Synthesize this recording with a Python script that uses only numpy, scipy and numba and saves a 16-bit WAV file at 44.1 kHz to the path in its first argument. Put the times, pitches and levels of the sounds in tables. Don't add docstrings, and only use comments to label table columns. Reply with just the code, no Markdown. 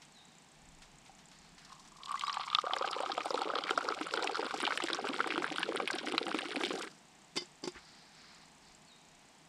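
import sys
import numpy as np
from scipy import signal
from scipy.fft import rfft, irfft, next_fast_len
from scipy.io import wavfile
from scipy.ndimage import uniform_filter1d
from numba import njit

SR = 44100
rng = np.random.default_rng(int(sys.argv[2]) if len(sys.argv) > 2 else 0)


def to_wav(s):
    ch = np.atleast_2d(s).T
    pcm = np.round(np.clip(ch, -1, 1) * 32767)
    wavfile.write(sys.argv[1], SR, pcm.astype(np.int16))


N = 418068
TIME = np.arange(N) / SR

# time_s, flow_db
POUR_FLOW = [(1.6, -49), (1.72, -10.5), (1.85, -27.5), (2.01, -17), (2.05, -23), (2.085, -5.5), (2.3, -3),
             (4.5, 1.5), (6.8, 0.5), (6.87, -5.5), (7.0, -31)]
POUR_START_S, POUR_END_S = POUR_FLOW[0][0], POUR_FLOW[-1][0]
# start_s, crack_db, crack_hz, air_ring_db, fine_spray_db
TEA_LUMPS = [(2.034, -31.5, 3150, -66, -59), (2.0588, -30.5, 3460, -66, -39.5),
             (2.0817, -41, 3160, -42, -63), (2.092, -43, 2790, -36, -45), (2.1094, -46, 2980, -31.5, -57),
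             (2.117, -35, 2930, -37, -35), (2.142, -49, 2500, -26.5, -56), (2.155, -36, 2500, -36, -45),
             (2.1947, -29, 3480, -48, -33), (2.2103, -22.5, 2970, -56, -47), (2.2204, -35, 4040, -37, -47),
             (2.2363, -31, 2970, -26, -40), (2.2689, -26.5, 2490, -58, -37), (2.28, -30, 3990, -29.5, -44),
             (2.2959, -21.5, 3020, -29.5, -59), (2.3283, -27, 4830, -38, -49),
             (2.343, -25.5, 2980, -41, -36), (2.3697, -36, 3180, -31, -59), (2.397, -31, 3000, -36, -60),
             (2.4041, -34, 4200, -36, -66), (2.4347, -31, 3440, -41, -65), (2.476, -42, 3000, -36, -62),
             (2.5016, -26.5, 3560, -56, -65), (2.5298, -24, 3020, -27, -75), (2.5492, -7.5, 3500, -26, -64),
             (2.586, -21.5, 3250, -20.5, -68), (2.6655, -35, 3440, -29.5, -64),
             (2.708, -28.5, 1960, -30.5, -68), (2.7353, -15.5, 3170, -34, -62),
             (2.7649, -24.5, 1980, -35, -35), (2.785, -28.5, 5260, -46, -48), (2.81, -37, 2200, -31.5, -62),
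             (2.824, -25, 2930, -28.5, -62), (2.8464, -37, 2200, -28.5, -57), (2.8634, -31, 3000, -38, -43),
             (2.8761, -23.5, 2860, -35, -58), (2.912, -29.5, 4760, -52, -35),
             (2.93, -23.5, 3040, -31.5, -53), (2.952, -43, 3000, -38, -60), (2.984, -32, 3020, -34.5, -60),
             (3.0052, -46, 2810, -45, -37), (3.024, -48, 3500, -43, -41), (3.032, -35, 3110, -37, -59),
             (3.061, -27.5, 2980, -29, -67), (3.118, -23, 3780, -31, -67), (3.179, -24, 2920, -27.5, -42),
             (3.2058, -23, 2420, -37, -55), (3.2562, -35, 3725, -45, -32.5), (3.306, -25.5, 5060, -36, -60),
             (3.3424, -26.5, 3800, -37, -40), (3.376, -33, 3450, -27, -40), (3.3911, -32, 3430, -44, -42),
             (3.418, -28.5, 4040, -26, -36), (3.501, -46, 1900, -26.5, -65),
             (3.5553, -22.5, 3530, -26.5, -65), (3.5859, -21.5, 3040, -30, -66),
             (3.638, -21.5, 3180, -37, -44), (3.669, -29, 1900, -35, -61), (3.693, -20, 2150, -30, -53),
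             (3.708, -19, 3050, -23, -34.5), (3.7764, -28, 5100, -21.5, -36), (3.809, -48, 2800, -27, -58),
             (3.8874, -25.5, 4750, -21.5, -71), (3.922, -27, 2240, -27, -65),
             (4.0128, -24.5, 2340, -28, -38), (4.0685, -33, 2140, -31, -35),
             (4.138, -23.5, 3880, -23.5, -31.5), (4.162, -43, 3000, -54, -39),
             (4.1739, -23, 3220, -26, -60), (4.193, -37, 2060, -29, -55), (4.225, -24, 3900, -36, -38),
             (4.2737, -17, 2620, -34, -43), (4.3455, -31, 4200, -27, -60), (4.355, -28, 3890, -25, -50),
             (4.369, -32, 4560, -32, -49), (4.429, -45, 2150, -28, -50), (4.445, -50, 3830, -27.5, -40),
             (4.4673, -40, 2100, -26.5, -43), (4.509, -45, 3050, -27, -46), (4.6025, -21.5, 2650, -27, -32),
             (4.6243, -38, 2170, -40, -27.5), (4.63, -25, 2170, -29, -51), (4.638, -42, 2030, -18.5, -59),
             (4.652, -15.5, 3110, -53, -54), (4.6673, -15.5, 2800, -35, -46),
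             (4.676, -25, 3165, -24.5, -44), (4.7074, -27, 2200, -21, -55), (4.7222, -19, 1950, -32, -63),
             (4.7748, -17, 2820, -29, -29.5), (4.8028, -24, 1860, -25, -60), (4.8238, -22, 2900, -42, -55),
             (4.838, -23, 2880, -48, -26.5), (4.8851, -21.5, 1910, -49, -44), (4.901, -29, 2010, -29, -52),
             (4.9316, -18, 3600, -35, -31), (4.9466, -22.5, 5640, -29, -47), (5.045, -35, 2500, -29, -50),
             (5.0707, -27, 2630, -28, -55), (5.0857, -29, 2430, -32, -35), (5.142, -34, 1920, -26, -38),
             (5.193, -27, 2130, -22.5, -44), (5.2042, -20, 1800, -24, -52), (5.2427, -26, 1980, -23.5, -58),
             (5.273, -29, 2170, -24, -34.5), (5.305, -17, 2320, -43, -57), (5.322, -26, 1900, -28, -52),
             (5.3585, -36, 2700, -24, -62), (5.3787, -21, 2780, -21, -39), (5.422, -25, 2240, -23, -55),
             (5.4437, -21.5, 1870, -21.5, -53), (5.4653, -30, 1970, -30, -40),
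             (5.56, -23, 2920, -29.5, -37), (5.583, -22.5, 3030, -22, -45), (5.595, -38, 4720, -45, -27.5),
             (5.6305, -14, 2760, -26.5, -44), (5.722, -39, 1970, -27, -61),
             (5.7592, -29, 1930, -24.5, -29.5), (5.801, -24, 2260, -20, -60),
             (5.8758, -15, 2530, -34, -31.5), (5.903, -22.5, 2010, -27, -56),
             (5.9309, -25.5, 4100, -49, -43), (5.9528, -33, 2080, -49, -32), (5.985, -24.5, 3530, -53, -57),
             (6.072, -25, 2060, -29, -48), (6.085, -24.5, 2930, -44, -39), (6.122, -23, 2650, -30.5, -33.5),
             (6.147, -29, 2140, -29, -47), (6.1799, -11.5, 2580, -18.5, -36),
             (6.267, -23.5, 2850, -27.5, -57), (6.2818, -32, 2100, -35, -33), (6.3144, -28, 2530, -27, -57),
             (6.346, -21.5, 2440, -24, -39), (6.3881, -17, 2580, -29, -32), (6.4086, -31, 2090, -34, -37),
             (6.4557, -25, 2490, -34, -46), (6.515, -29.5, 2100, -37, -45), (6.559, -20, 2400, -53, -37),
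             (6.61, -27, 2000, -49, -40), (6.6357, -17.5, 2380, -49, -36), (6.65, -19, 3180, -52, -45.5),
             (6.667, -25, 2760, -43, -39), (6.706, -28, 2130, -32, -49), (6.718, -31, 2980, -34, -63),
             (6.796, -42, 3280, -52, -38), (6.81, -40, 2100, -29.5, -55), (6.828, -26, 2840, -52, -46),
             (6.8423, -34, 1950, -38, -39), (6.874, -30.5, 2060, -45, -47)]


def undb(db):
    return 10 ** (np.asarray(db) / 20)


def level(x, db):
    return x * undb(db) / np.sqrt(np.mean(x ** 2))


def curve(rows):
    s, *columns = np.transpose(rows)
    return [np.interp(TIME, s, c) for c in columns]


def colour(x, points):
    hz, db = np.transpose(points)
    size = next_fast_len(N)
    bins_hz = np.arange(size // 2 + 1) * SR / size + 1
    gain = undb(np.interp(np.log(bins_hz), np.log(hz), db))
    return irfft(rfft(x, size) * gain, size)[:N]


def band(lo_hz, hi_hz):
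    bandpass = signal.butter(2, [lo_hz, hi_hz], "band", fs=SR, output="sos")
    return level(signal.sosfilt(bandpass, rng.standard_normal(N)), 0)


def walk(per_s):
    step = int(SR / per_s)
    return uniform_filter1d(np.repeat(rng.standard_normal(N // step + 1), step), step)[:N]


@njit
def ring(out, start, hz, ring_s, size, glide, rise_s):
    for k in range(len(start)):
        n, phase = int(ring_s[k] * SR), 0.
        for i in range(min(n, len(out) - start[k])):
            phase += 2 * np.pi * min(hz[k] * (1 + glide[k] * i / n), .45 * SR) / SR
            swell = 1 - np.exp(-i / (rise_s[k] * SR))
            out[start[k] + i] += size[k] * np.sin(phase) * swell * 1000. ** (-i / n)
    return out


def pings(s, hz, ring_s, db, rise_s, glide=0.):
    s, hz, ring_s, db, rise_s, glide = (1. * v for v in np.broadcast_arrays(s, hz, ring_s, db, rise_s, glide))
    start = (np.clip(s, 0, 1e3) * SR).astype(np.int64)
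    return ring(np.zeros(N), start, hz, np.abs(ring_s) + 1e-4, undb(db), glide, rise_s + 1e-5)


def puffs(s, db, decay_s):
    jumps = np.zeros(N)
    np.add.at(jumps, (np.asarray(s) * SR).astype(int), undb(db))
    return uniform_filter1d(signal.lfilter([1], [1, -np.exp(-1 / (decay_s * SR))], jumps), size=40)


def shower(count, scatter_db, leaders_s):
    when, which, lag, chance = rng.random((count, 4)).T
    trailing_s = leaders_s[(which * len(leaders_s)).astype(int)] + 0.00201 - .011 * np.log(lag)
    s = np.where(chance < .45, trailing_s, POUR_START_S + when * (POUR_END_S - POUR_START_S))
    db = scatter_db * np.minimum(rng.exponential(size=count), 2.3)
    return s, db, rng.standard_normal(count)


def at(s, values):
    return values[(s * SR).astype(int)]


def outdoors():
    # pitch_hz, gain_db
    air_tone = [(41, -44), (70, -13.5), (122, -20), (149, -3.5), (244, -7), (334, -11.5), (533, -16),
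                (570, -19.5), (610, -12), (797, -8.5), (1360, -17.5), (1860, -15.5), (2840, -17),
                (8120, -23), (12700, -40.5), (13400, -55)]
    # time_s, rumble_db, drone_db
    wind_levels = [(0.0, -84, -78), (0.5, -89, -85), (0.63, -65, -61.5), (2.88, -82, -73),
                   (5.41, -83.5, -55), (9.08, -78, -89), (9.48, -86, -68)]
    # pitch_hz, level_db
    whine_tones = [(12000, -84), (13500, -97)]
    hush = level(colour(rng.standard_normal(N), air_tone), db=-61.5) * undb(0.055 * walk(1.37))
    rumble_db, drone_db = curve(wind_levels)
    rumble = band(19, 48) * undb(rumble_db + 2.5 * walk(7.4))
    drone = band(140, 200) * undb(drone_db - 7 + 2.7 * walk(8.7))
    whine = sum(undb(db) * np.sin(2 * np.pi * hz * TIME) for hz, db in whine_tones)
    return hush + rumble + drone + whine


def ticking(per_s=30):
    timing, size = rng.standard_normal((int(N / SR * per_s), 2)).T
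    s = (np.arange(len(timing)) + .55) / per_s + 0.003 * timing
    return band(6700, 8200) * puffs(s, -57.5 + 2.5 * size, decay_s=.003)


def pot_handling():
    # start_s, level_db, pitch_hz
    clicks = [(0.0187, -42, 5640), (0.172, -54, 5900), (0.821, -40.5, 3220), (1.06, -44.5, 2360),
              (1.189, -45.5, 5800), (1.3149, -44, 5300), (1.4466, -50, 4470), (1.58, -42, 2200),
              (1.718, -45, 4150), (1.8504, -46, 5800)]
    # start_s, level_db, pitch_hz
    bumps = [(1.095, -46, 780), (7.757, -54, 60)]
    s, db, hz = np.transpose(clicks)
    creaks = pings(s, hz, 0.0055, db + 4, rise_s=0.00076)
    rasp = band(840, 5700) * puffs(s, db - 12.5, decay_s=0.023)
    s, db, hz = np.transpose(bumps)
    return creaks + rasp + pings(s, hz, 1.4 / np.sqrt(hz), db, rise_s=0.00025)


def bird():
    # lowest_note_s, lowest_hz, fall_hz_per_s, fall_s, level_db
    calls = [(.205, 3650, 9000, 0.049, -61), (8.93, 3650, 15000, 0.037, -62)]
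    rise_hz_per_s, waver_hz, swell_s, fade_s, echo_s = 4500, 90, 0.02, 0.037, 0.15
    whistles = 0
    for s, hz, fall_hz_per_s, fall_s, db in calls:
        t = np.clip(TIME - s, -.3, .3)
        pitch = hz + np.where(t < 0, -fall_hz_per_s, rise_hz_per_s) * t + waver_hz * walk(250)
        swell = np.exp(-np.clip(t, 0, 1) / fade_s - np.clip(-t - fall_s, 0, 1) / swell_s) * (abs(t) < .3)
        whistles += swell * undb(db) * np.sin(2 * np.pi * np.cumsum(pitch) / SR)
    trees = np.exp(-np.arange(20000) / (echo_s * SR)) * rng.standard_normal(20000)
    return whistles + undb(-36) * signal.fftconvolve(whistles, trees)[:N]


def rustle():
    # middle_s, length_s, hiss_db, scuff_db
    moves = [(1.4, 0.33, -68, -72), (1.66, 0.23, -67, -63.5), (7.769, 0.068, -77, -54),
             (7.915, 0.4, -62, -66), (8.283, 0.51, -61.5, -63), (8.68, .2, -65.5, -73)]
    hiss = band(3840, 5300) * undb(1.4 * walk(82))
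    scuff = band(1040, 2400) * undb(1.3 * walk(81))
    out = 0
    for middle_s, length_s, hiss_db, scuff_db in moves:
        swell = np.cos(np.pi * np.clip((TIME - middle_s) / length_s, -.5, .5))
        out += swell * (undb(hiss_db) * hiss + undb(scuff_db) * scuff)
    return out


def pour():
    # pitch_hz, gain_db
    cup_tone = [(100, -42), (150, -12.5), (220, -6.5), (330, 0.5), (560, 0.5), (650, -3), (770, 8),
                (900, 5), (1200, 3.5), (1600, 2.5), (1800, -6), (2200, -4.5), (2600, -8.5), (3200, -2.5),
                (4600, 3), (5700, 3.5), (6400, -2), (7000, 1.5), (9500, -2.5), (12700, -1.5), (13500, -14)]
    flow_db, = curve(POUR_FLOW)
    poured_s = np.clip(TIME - POUR_START_S, 0, POUR_END_S - POUR_START_S)
    tea = cup_air(flow_db, poured_s) + sizzle(flow_db, poured_s) + slaps() + bubbles(flow_db)
    return colour(tea + spray(flow_db, poured_s), cup_tone)


def cup_air(flow_db, poured_s):
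    empty_hz, rise_hz_per_s = 1089.5, 111.6
    air_hz = empty_hz + rise_hz_per_s * poured_s
    hum_db = -38 + 0.75 * flow_db - 0.85 * poured_s
    s, _, _, db, _ = np.transpose(TEA_LUMPS)
    plink_scatter, thump_scatter = rng.standard_normal((len(s), 2)).T
    fill = np.log2(at(s, air_hz) / 1000)
    hz = at(s, air_hz) * np.exp(0.059 * fill * plink_scatter)
    plinks = pings(s, hz, .04 - 0.053 * fill, db + 6 - 3.8 * fill, rise_s=0.0019)
    hz = 1200 * np.exp(0.08 * thump_scatter)
    thumps = pings(s, hz, 0.009, db - 0.5 + 12 * fill, rise_s=0.0016, glide=0.45)
    s, db, scatter = shower(count=3000, scatter_db=8, leaders_s=s)
    fill = np.log2(at(s, air_hz) / 1000)
    hz = at(s, air_hz) * np.exp((0.023 + 0.24 * fill) * scatter - 0.16 * fill)
    hum = pings(s, hz, .026 - 0.016 * fill, at(s, hum_db) + db - 16, rise_s=0.00058)
    return plinks + thumps + hum


def spray(flow_db, poured_s):
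    # pitch_hz, gain_db
    fizz_tone = [(1000, -70), (1700, -11), (1820, 38.5), (2050, 39.5), (2760, 42), (3020, 38.5), (5400, 20),
                 (6330, -5), (6850, -13), (9010, 16), (10000, -22), (12300, -16), (14000, -75)]
    # start_s, level_db, pitch_hz, ring_s
    chirps = [(2.172, -28, 1930, 0.045), (2.24, -42, 4800, 0.1), (2.261, -37, 3760, 0.13)]
    lumps_s = np.array(TEA_LUMPS)[:, 0]
    spray_db = -40.5 + 1.4 * flow_db
    s, db, _ = shower(count=1500, scatter_db=11, leaders_s=lumps_s)
    hiss = level(colour(rng.standard_normal(N), fizz_tone), 0)
    bursts = puffs(s, at(s, spray_db) + db - 13.5, decay_s=0.00073)
    flicker = undb(spray_db - 14.5 + walk(45) + 4 * walk(220))
    s, db, scatter = shower(count=1400, scatter_db=10, leaders_s=lumps_s)
    hz = np.clip(3500 * np.exp(0.33 * scatter - 0.078 * (s - POUR_START_S)), 1400, 10000)
    beads = pings(s, hz, 22 / hz, at(s, spray_db) + db - 13.5, rise_s=0.0005, glide=0.2)
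    s, db, hz, ring_s = np.transpose(chirps)
    beads += pings(s, hz, ring_s, db, rise_s=0.0052, glide=0.27)
    not_pouring = (TIME < POUR_START_S) | (TIME > POUR_END_S)
    mist_db = -65.5 + 0.26 * flow_db + 0.36 * poured_s - 30 * not_pouring
    mist = band(2900, 8100) * undb(mist_db + 8.5 * walk(150) + 3 * walk(25))
    return hiss * (bursts + flicker) + beads + mist


def sizzle(flow_db, poured_s):
    s, db, _ = shower(count=900, scatter_db=7, leaders_s=np.array(TEA_LUMPS)[:, 0])
    specks = band(9300, 9400) * puffs(s, db, decay_s=0.00079)
    return specks * undb(-81 + flow_db + 3.5 * poured_s + 3 * walk(25))


def slaps():
    s, crack_db, crack_hz, _, fine_db = np.transpose(TEA_LUMPS)
    poured_s = s - POUR_START_S
    out = pings(s, crack_hz, 13 / crack_hz, crack_db + 7, rise_s=0.00039, glide=0.018)
    out += pings(s, 0.96 * crack_hz, 5.7 / crack_hz, crack_db, rise_s=0.0003)
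    sparkle_db = fine_db - 13.5 - poured_s
    out += band(9200, 13800) * puffs(s, sparkle_db, decay_s=0.0013)
    fine_hz = 7560 + 260 * poured_s
    for k in range(1, 5):
        timing, scatter, size = rng.standard_normal((len(s), 3)).T
        late_s = s + k * 0.00082 * np.exp(0.3 * timing)
        hz = crack_hz * np.exp(0.22 * scatter)
        db = crack_db - 5 - 1.65 * k + 3 * np.clip(size, -2, 1)
        out += pings(late_s, hz, 32.4 / hz, db, rise_s=0.00027)
        hz = fine_hz * np.exp(0.11 * np.clip(size, -1, 2))
        out += pings(late_s - .0012, hz, 0.0037, fine_db + 11 - 2.28 * k, rise_s=0.00073)
    return out


def bubbles(flow_db):
    # start_s, level_db, pitch_hz
    large_bubbles = [(2.37, -28.5, 835), (2.396, -33.5, 776), (2.64, -27.5, 520), (2.67, -26.5, 664),
                     (2.696, -31, 660), (2.734, -25, 720), (2.766, -29, 532), (2.811, -24.5, 530),
                     (2.844, -26, 710), (2.874, -31, 560), (2.964, -28, 522), (3.003, -24, 564),
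                     (3.033, -26.5, 693), (3.097, -28, 730), (3.178, -21.5, 670), (3.258, -25, 673),
                     (3.306, -24, 535), (3.344, -20.5, 500), (3.39, -29.5, 464), (3.415, -29.5, 820),
                     (3.456, -29.5, 430), (3.473, -27.5, 577), (3.493, -29.5, 540), (3.536, -24.5, 613),
                     (3.562, -27.5, 472), (3.585, -30, 530), (3.708, -24.5, 430), (3.777, -21.5, 640),
                     (3.847, -31, 498), (3.882, -29.5, 520), (3.905, -27.5, 435), (4.01, -27, 313),
                     (4.138, -26, 533), (4.174, -30.5, 448), (4.21, -39, 530), (4.224, -29.5, 494),
                     (4.244, -27.5, 770), (4.295, -27.5, 760), (4.393, -23.5, 454), (4.427, -27.5, 580),
                     (4.54, -27.5, 740), (4.63, -29.5, 336), (4.675, -23.5, 835), (4.839, -29, 333),
                     (4.901, -29, 475), (4.989, -28.5, 720), (5.042, -32.5, 830), (5.095, -26, 288),
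                     (5.2, -32.5, 447), (5.262, -30.5, 463), (5.306, -34, 386), (5.34, -34, 320),
                     (5.379, -24, 350), (5.514, -30.5, 310), (5.689, -25.5, 495), (5.749, -25.5, 438),
                     (5.8, -27, 526), (5.818, -33, 294), (5.939, -29.5, 370), (6.073, -29.5, 307),
                     (6.14, -24.5, 329), (6.214, -29.5, 476), (6.261, -33, 340), (6.281, -31.5, 735),
                     (6.345, -22.5, 318), (6.548, -30.5, 370), (6.568, -24, 287), (6.605, -29.5, 360),
                     (6.635, -29.5, 342), (6.706, -28, 380), (6.739, -29, 437), (6.834, -36, 452)]
    s, db, hz = np.transpose(large_bubbles)
    gulps = pings(s, 0.924 * hz, 34 / hz ** 1.085, db, rise_s=0.0007, glide=hz / 900)
    plop_hz = 1.74 * hz * np.exp(0.22 * rng.standard_normal(len(s)))
    plops = pings(s, plop_hz, 0.014, db - 1.5, rise_s=0.00054, glide=0.091)
    deep_s, sink_per_s = 2.72, 0.129
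    crowd_db = -40 + flow_db + 2 * np.log10(np.clip(TIME - deep_s, .01, None)) - 40 * (TIME < deep_s)
    s, db, scatter = shower(count=1800, scatter_db=6.5, leaders_s=s)
    hz = np.clip(566 * np.exp(.33 * np.clip(scatter, -2, 2) - sink_per_s * (s - deep_s)), 170, 1400)
    crowd = pings(s, hz, 15 / hz, at(s, crowd_db) + db - 10.5, rise_s=0.00065, glide=0.65)
    return gulps + plops + crowd


def lid():
    # start_s, ring_db, thud_db, scratch_db, ring_share (what the fingers leave of ring_s)
    knocks = [(7.357, -50, -38, -42, .6), (7.365, -46, -37.5, -32.5, .7), (7.372, -29, -27, -39, 0.86),
              (7.406, -45, -46, -64, 0.88), (7.42, -49, -38.5, -59, 0.97), (7.631, -60, -42, -65, .6),
              (7.638, -36.5, -31, -44, 0.7), (7.653, -46, -34.5, -48, 0.91), (7.675, -42, -26, -37, 1),
              (7.759, -66, -45.5, -60, .6)]
    # pitch_hz, level_db, ring_s
    lid_tones = [(2063, -13, 0.13), (2570, -29, 0.03), (3020, -14, 0.12), (3300, -14, 0.082),
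                 (3580, -8.5, 0.1), (4200, -19, 0.062), (4530, -3, 0.075), (4760, -4, 0.1),
                 (4870, -1, 0.13), (5120, -9, .1), (5300, -3, 0.093), (5600, -7, 0.04), (5800, -11, 0.075),
                 (6000, -11, 0.11), (7300, -8, 0.062), (7620, -15, 0.04)]
    # pitch_hz, level_db, ring_s
    pot_tones = [(356, -5.5, 0.074), (293, -4, 0.021), (169, -17, 0.038), (1060, -15, 0.051),
                 (523, -10, 0.022), (850, -10, 0.034), (1484, -22, 0.058)]
    s, ring_db, thud_db, scratch_db, ring_share = np.transpose(knocks)
    out = 0
    for hz, db, ring_s in lid_tones:
        bend, grip = rng.standard_normal((len(s), 2)).T
        bent_hz = hz * (1 + 0.009 * bend)
        out += pings(s, bent_hz, ring_share * ring_s, ring_db + db + 3 * grip, rise_s=0.00053)
    out += sum(pings(s, hz, ring_s, thud_db + db, rise_s=0.00076) for hz, db, ring_s in pot_tones)
    out += band(980, 7900) * puffs(s, scratch_db, decay_s=0.0079)
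    out += band(970, 7400) * puffs(s, scratch_db - 23, decay_s=0.064)
    return colour(out, [(90, -47), (160, 3.5), (8000, -3), (12000, -12)])


def scene():
    return (pour() + lid() + pot_handling() + bird() + ticking() + outdoors() + rustle())[None]


def record(dry):
    soft = signal.sosfilt(signal.butter(2, 11000, fs=SR, output="sos"), dry)
    return signal.sosfilt(signal.ellip(8, .2, 70, 14700, fs=SR, output="sos"), soft)


dry = scene()
out = record(dry)
to_wav(out)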